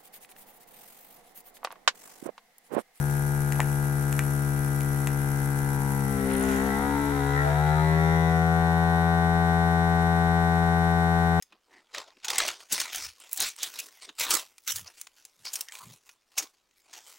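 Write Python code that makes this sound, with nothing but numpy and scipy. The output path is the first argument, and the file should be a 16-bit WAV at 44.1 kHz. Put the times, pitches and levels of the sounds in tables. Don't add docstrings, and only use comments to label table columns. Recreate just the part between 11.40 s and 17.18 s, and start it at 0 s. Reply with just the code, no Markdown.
import sys
import numpy as np
from scipy import signal
from scipy.fft import rfft, irfft
from scipy.io import wavfile
from scipy.ndimage import uniform_filter1d, map_coordinates

SR = 44100
rng = np.random.default_rng(int(sys.argv[2]) if len(sys.argv) > 2 else 0)


def bounce(signal):
    frames = np.transpose(np.atleast_2d(signal))
    limited = np.clip(frames, -1, 1)
    pcm = np.round(limited * 32767).astype(np.int16)
    wavfile.write(sys.argv[1], SR, pcm)


N = 254898
TOP_HZ = 16000


def undb(db):
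    return 10 ** (np.asarray(db) / 20)


def unit(x):
    return x / np.sqrt(np.mean(x ** 2) + 1e-30)


def eq_noise(curve, size, tilt_db=0):
    hz = np.maximum(np.arange(size // 2 + 1) * SR / size, 1)
    curve_hz, curve_db = np.transpose(curve)
    db = np.interp(np.log(hz), np.log(curve_hz), curve_db) + tilt_db * np.log2(np.clip(hz, 1200, 11000))
    return irfft(rfft(rng.standard_normal(size)) * undb(db), size)


def wander(per_s):
    return np.interp(np.arange(N) / SR * per_s, np.arange(N // 20), rng.standard_normal(N // 20))


def resonance(x, hz, q):
    return signal.lfilter(*signal.iirpeak(min(hz, TOP_HZ), max(q, .5), fs=SR), x)


def add(track, start_s, sound):
    start = int(np.clip(start_s * SR, 0, N - 1))
    track[start:start + len(sound)] += sound[:N - start]


def contacts(cues, push, q):
    out = np.zeros(N)
    for centre_s, level_db, pitch_hz, half_length_ms in cues:
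        size = int(2 * half_length_ms * SR / 1000)
        start = int(max(centre_s * SR - size / 2, 0))
        swell = np.hanning(size)
        drive = np.pad(push[start:start + size] * swell, (0, size))
        ring = resonance(resonance(drive, pitch_hz, q), pitch_hz, q)
        add(out, start / SR, unit(ring) * np.sqrt(np.mean(swell ** 2) / 2) * undb(level_db))
    return out


# frequency_hz, gain_db
ROOM_EQ = [(30, -8), (150, -17), (330, -10), (14000, -28)]


def room_tone(mid_db=-77.5, width=0.42):
    mid, side = (unit(eq_noise(ROOM_EQ, N)) for _ in range(2))
    return undb(mid_db) * np.array([mid + width * side, mid - width * side])


# frequency_hz, gain_db
CRUST_EQ = [(24, -52), (40, -7), (179, -22.5), (327, -10), (728, -7.5), (805, -5.5), (1260, -0.5),
            (1660, 1), (2080, 3), (3190, 3), (6750, 3), (14700, -10), (15800, -3)]
# start_s, level_db (before trim), length_ms, tilt_db_per_octave
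CRACK_CUES = [(0.023, -38, 6.9, 4), (0.123, -50.5, 8.5, -8.5), (0.546, -30, 5.4, -5),
              (0.582, -24.5, 1.3, -5), (0.769, -52.5, 2.8, -12), (0.845, -30.5, 13.6, 0),
              (0.882, -23.5, 5.7, -3), (0.901, -21, 5, 1), (0.956, -26.5, 3, -1), (0.982, -13.5, 4.5, 6.5),
              (1.001, -15, 2.4, -4.5), (1.062, -30, 3.7, 10), (1.079, -21.5, 3.5, 1.5),
              (1.086, -19.5, 1.9, -3), (1.203, -45, 6, -4.5), (1.322, -20, 20, 9.5),
              (1.379, -30.5, 4.5, -6.5), (1.4, -20.5, 6.4, 1.5), (1.414, -25, 6.9, -1), (1.559, -22, 2, 10),
              (1.8, -41, 2.7, 11), (1.93, -8, 0.5, 30), (1.973, -24, 5.6, 7.5), (2.002, -15, 2.7, 20),
              (2.017, -24, 15, 8.5), (2.086, -29.5, 4.1, 5), (2.162, -39.5, 2.8, 4), (2.23, -21.5, 7, 3.5),
              (2.388, -29, 9.6, 5.5), (2.4, -23, 1.8, 8), (2.689, -43.5, 11, -7), (2.796, -20.5, 4.1, 9),
              (2.905, -16, 7.1, 6.5), (2.915, -16.5, 3.2, 2), (2.938, -16.5, 6.7, 9), (2.95, -18, 5.3, 7),
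              (3.181, -39, 1.65, 0.5), (3.276, -20.5, 1.3, 4), (3.358, -27, 13, 8.5),
              (3.613, -18, 0.26, 6.5), (3.669, -39.5, 3.2, -1.5), (3.851, -35.5, 2.4, 5.5),
              (4.052, -30, 1.95, 0), (4.069, -35, 2.6, -5.5), (4.132, -26.5, 11, 10),
              (4.155, -24.5, 7.1, 5), (4.208, -20, 3.3, 9), (4.285, -32.5, 1.2, 0.5),
              (4.321, -32, 1.5, -1.5), (4.352, -33, 2.3, 0.5), (4.691, -45, 7, -0.5), (4.979, -21, 12, 4.5),
              (5.025, -37.5, 13.4, 3)]


def cracks(rise_ms=0.64, fall_ms=2.0, rough_db=3.5, ring_q=24, ring_db=5, low_cut_hz=420, trim_db=-2.5):
    out, size = np.zeros(N), 2048
    ms = np.arange(size) / SR * 1000
    for start_s, level_db, length_ms, tilt_db in CRACK_CUES:
        jags = undb(rough_db * np.repeat(rng.standard_normal(size // 16), 16))
        attack = np.tanh(ms / rise_ms)
        decay = np.exp(-np.maximum(ms - length_ms / 2, 0) / (fall_ms + 0.37 * length_ms))
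        burst = eq_noise(CRUST_EQ, size, tilt_db) * attack * decay * jags
        burst = signal.lfilter(*signal.butter(2, low_cut_hz, "high", fs=SR), burst)
        modes_hz = 1200 * 2 ** rng.uniform(0, 3, size=3)
        ring = undb(ring_db) * sum(resonance(burst, hz, ring_q) for hz in modes_hz)
        add(out, start_s, unit(burst + ring) * np.sqrt(length_ms / ms[-1]) * undb(level_db + trim_db))
    return out


def fractures(per_s, spread_db=1.0, grain_ms=2.1):
    breaks = rng.random(N) < per_s / SR
    sizes = breaks * undb(spread_db * np.minimum(rng.exponential(size=N), 3))
    energy = signal.lfilter([1], [1, -np.exp(-2000 / (grain_ms * SR))], sizes ** 2)
    return energy / (uniform_filter1d(energy, size=1300) + 1e-4)


def stroke(t, hold_s, peak_db, build_db_per_s=1089.5, sag_db_per_s=55, release_db_per_s=331.5,
           lead_in_db_per_s=195, settle_db_per_s=119.5):
    before, held, after = np.maximum(-t, 0), np.clip(t, 0, hold_s), np.maximum(t - hold_s, 0)
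    lead_in_db = min(peak_db - 4, -56.5) - lead_in_db_per_s * before
    settle_db = -17 - settle_db_per_s * after
    onset_db = np.maximum(peak_db - build_db_per_s * before, lead_in_db)
    fade_db = np.maximum(-release_db_per_s * after, settle_db)
    return onset_db - sag_db_per_s * held + fade_db


# level_db (before EQ and trim), hollow_db, crisp_db
FAINT_RUSTLE = (-75, 5.9, -7)
# peak_s, hold_ms, level_db (before EQ and trim), hollow_db, crisp_db
# Hollow lifts the body around 550 Hz; crisp lifts the top around 12 kHz.
STROKE_CUES = [(0.125, 33, -64.5, 19, -59), (0.317, 97, -62.5, 20, -9), (0.546, 61, -38.5, 12, -16),
               (0.67, 36, -56.5, 16.5, -15), (0.846, 3.9, -37, 0.5, -19), (0.902, 64, -32.5, 9, -7),
               (0.983, 128.6, -28, 8.5, -9), (1.203, 31, -51, 13.5, -0.5), (1.32, 115, -28.5, 0, -3.5),
               (1.44, 56, -40, 7, -6), (1.53, 135, -33, 1, 0), (1.81, 240, -53, 9.5, -0.5),
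               (1.916, 66, -48, 1, 18), (1.998, 79, -29, 0, -2), (2.19, 21, -42, 3, -1.5),
               (2.226, 50, -36.5, 5.5, 5), (2.333, 142, -43.5, 2.5, 4), (2.52, 91, -57.5, 8.5, 4),
               (2.623, 23, -44.5, 4, -6), (2.801, 31, -27.5, 2.5, 6), (2.859, 69, -36, 13.5, -6),
               (2.903, 84.7, -29, 8, 5), (3.282, 30, -32.5, -4.5, 9.5), (3.353, 39, -43, 6, 11.5),
               (3.464, 30, -50.5, 12.5, -3), (3.573, 63, -52.5, 2.5, 3.5), (3.768, 280, -61, 8, 6),
               (4.053, 65, -47.5, 6.5, 3), (4.133, 92, -45.5, 9.5, 9.5), (4.335, 226, -48, 10, 6.5),
               (4.658, 74, -63, 10.5, 8), (4.978, 24.5, -36.5, 9, 1), (5.375, 110, -67, -5, 10),
               (5.49, 36, -62.5, 31, -8), (5.533, 60, -45.5, 8, -2), (5.667, 140, -52, 8, 5)]


def strokes(t):
    rest_db, rest_hollow_db, rest_crisp_db = FAINT_RUSTLE
    power = undb(rest_db) ** 2
    hollow, crisp = power * rest_hollow_db, power * rest_crisp_db
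    for peak_s, hold_ms, level_db, hollow_db, crisp_db in STROKE_CUES:
        stroke_power = undb(stroke(t - peak_s, hold_ms / 1000, level_db)) ** 2
        power += stroke_power
        hollow += stroke_power * hollow_db
        crisp += stroke_power * crisp_db
    return np.sqrt(power), hollow / power, crisp / power


def crumbling(fractures_per_s=520, patch_db=4.0, patches_per_s=28, jerk_db=2.0, jerks_per_s=170,
              trim_db=-1.8):
    control_s = np.arange(0, N / SR, .002)
    level, hollow_db, crisp_db = strokes(control_s)
    thud_db = 0.36 * 20 * np.log10(unit(level))
    envelope = np.interp(np.arange(N) / SR, control_s, level)
    ticks = rng.standard_normal(N) * np.sqrt(fractures(fractures_per_s * unit(envelope) ** 0.19))
    rubbing = signal.lfilter(*signal.butter(1, 13000, fs=SR), .68 * rng.standard_normal(N))
    hz, frame_s, frames = signal.stft(unit(ticks + rubbing), SR, nperseg=512)
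    hz = np.maximum(hz, 40)
    eq_hz, eq_db = np.transpose(CRUST_EQ)
    crust = unit(undb(np.interp(np.log(hz), np.log(eq_hz), eq_db)))

    def band(corners_hz, weights, ride_db):
        return np.outer(np.interp(hz, corners_hz, weights), np.interp(frame_s, control_s, ride_db))

    thud = band([150, 330], [1, 0], thud_db)
    hollow = band([150, 330, 900, 1700], [0, 1, 1, 0], hollow_db)
    crisp = band([4500, 12500], [0, 1], crisp_db)
    grid = np.meshgrid(6 * np.log2(1 + hz / 500), frame_s * patches_per_s, indexing="ij")
    patches = map_coordinates(rng.standard_normal((64, 512)), grid, order=1, mode="wrap")
    moving_eq = crust[:, None] * undb(thud + hollow + crisp + patch_db * patches)
    crunch = signal.istft(frames * moving_eq)[1][:N]
    return crunch * envelope * undb(trim_db + jerk_db * wander(jerks_per_s))


# centre_s, level_db (before trim), pitch_hz, half_length_ms
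BUMP_CUES = [(0.136, -69, 298, 39), (0.36, -69, 330, 120), (0.772, -66.5, 335, 30), (1.333, -48.5, 269, 31),
             (1.65, -61, 72, 87), (2.02, -53.5, 300, 51), (2.411, -66.5, 410, 170), (2.69, -58.5, 347, 38),
             (2.942, -41, 360, 27), (3.385, -56.5, 92, 110), (4.016, -73.5, 149, 70), (4.48, -56, 142, 98),
             (5.031, -56, 339, 36)]


def bumps(q=1.3, trim_db=1.5):
    return contacts(BUMP_CUES, rng.standard_normal(N), q) * undb(trim_db)


# centre_s, level_db (before trim), pitch_hz, half_length_ms
SCRAPE_CUES = [(0.36, -57, 1900, 78), (0.585, -46.5, 590, 38), (0.92, -42.5, 834, 110),
               (1.01, -34, 2140, 89), (2.01, -45, 770, 62), (2.025, -32, 4150, 70), (2.24, -37.5, 3510, 60),
               (2.395, -37.5, 2680, 27), (2.693, -40.5, 3600, 11), (2.82, -34, 2210, 24),
               (2.93, -32, 1260, 38), (3.297, -34, 3670, 28), (3.478, -41.5, 5350, 13),
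               (4.072, -35, 4850, 32), (4.29, -48.5, 1910, 28), (4.42, -47, 1100, 41),
               (4.99, -25.5, 6160, 21), (5.0, -45.5, 860, 18)]


def scrapes(slips_per_s=650, q=4, trim_db=-2):
    slips = rng.standard_normal(N) * np.sqrt(fractures(slips_per_s))
    return contacts(SCRAPE_CUES, slips, q) * undb(trim_db)


def room_tail(x, t60_s=0.19, predelay_s=0.0016):
    t = np.arange(SR // 2) / SR
    echoes = rng.standard_normal(len(t)) * np.exp(-np.log(1000) * t / t60_s) * (t > predelay_s)
    return signal.fftconvolve(x, echoes / np.sqrt(np.sum(echoes ** 2)))[:N]


# centre_s, left_minus_right_db, extra_treble_spread, half_length_s
PAN_CUES = [(1.323, 29.5, 0.91, 0.0019), (2.938, -5.5, 0.62, 0.019), (3.309, -3.5, 0.7, 0.036)]


def kitchen(x, tail_mid_db=-17, tail_side_db=-24, treble_spread=0.12):
    t = np.arange(N) / SR
    mid = x + undb(tail_mid_db) * room_tail(x)
    pan_db, spread = 0, treble_spread
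    for centre_s, left_minus_right_db, extra_spread, half_length_s in PAN_CUES:
        moment = np.exp(-((t - centre_s) / half_length_s) ** 4)
        pan_db += left_minus_right_db * moment
        spread += extra_spread * moment
    pan = (undb(pan_db) - 1) / (undb(pan_db) + 1)
    treble = signal.lfilter(*signal.butter(1, 4000, "high", fs=SR), x)
    side = pan * mid + spread * wander(500) * treble + undb(tail_side_db) * room_tail(x)
    return np.array([mid + side, mid - side])


def scene():
    return kitchen(crumbling() + cracks() + scrapes() + bumps()) + room_tone()


def record(dry):
    return signal.sosfilt(signal.ellip(10, .2, 80, TOP_HZ, fs=SR, output="sos"), dry)


dry = scene()
out = record(dry)
bounce(out)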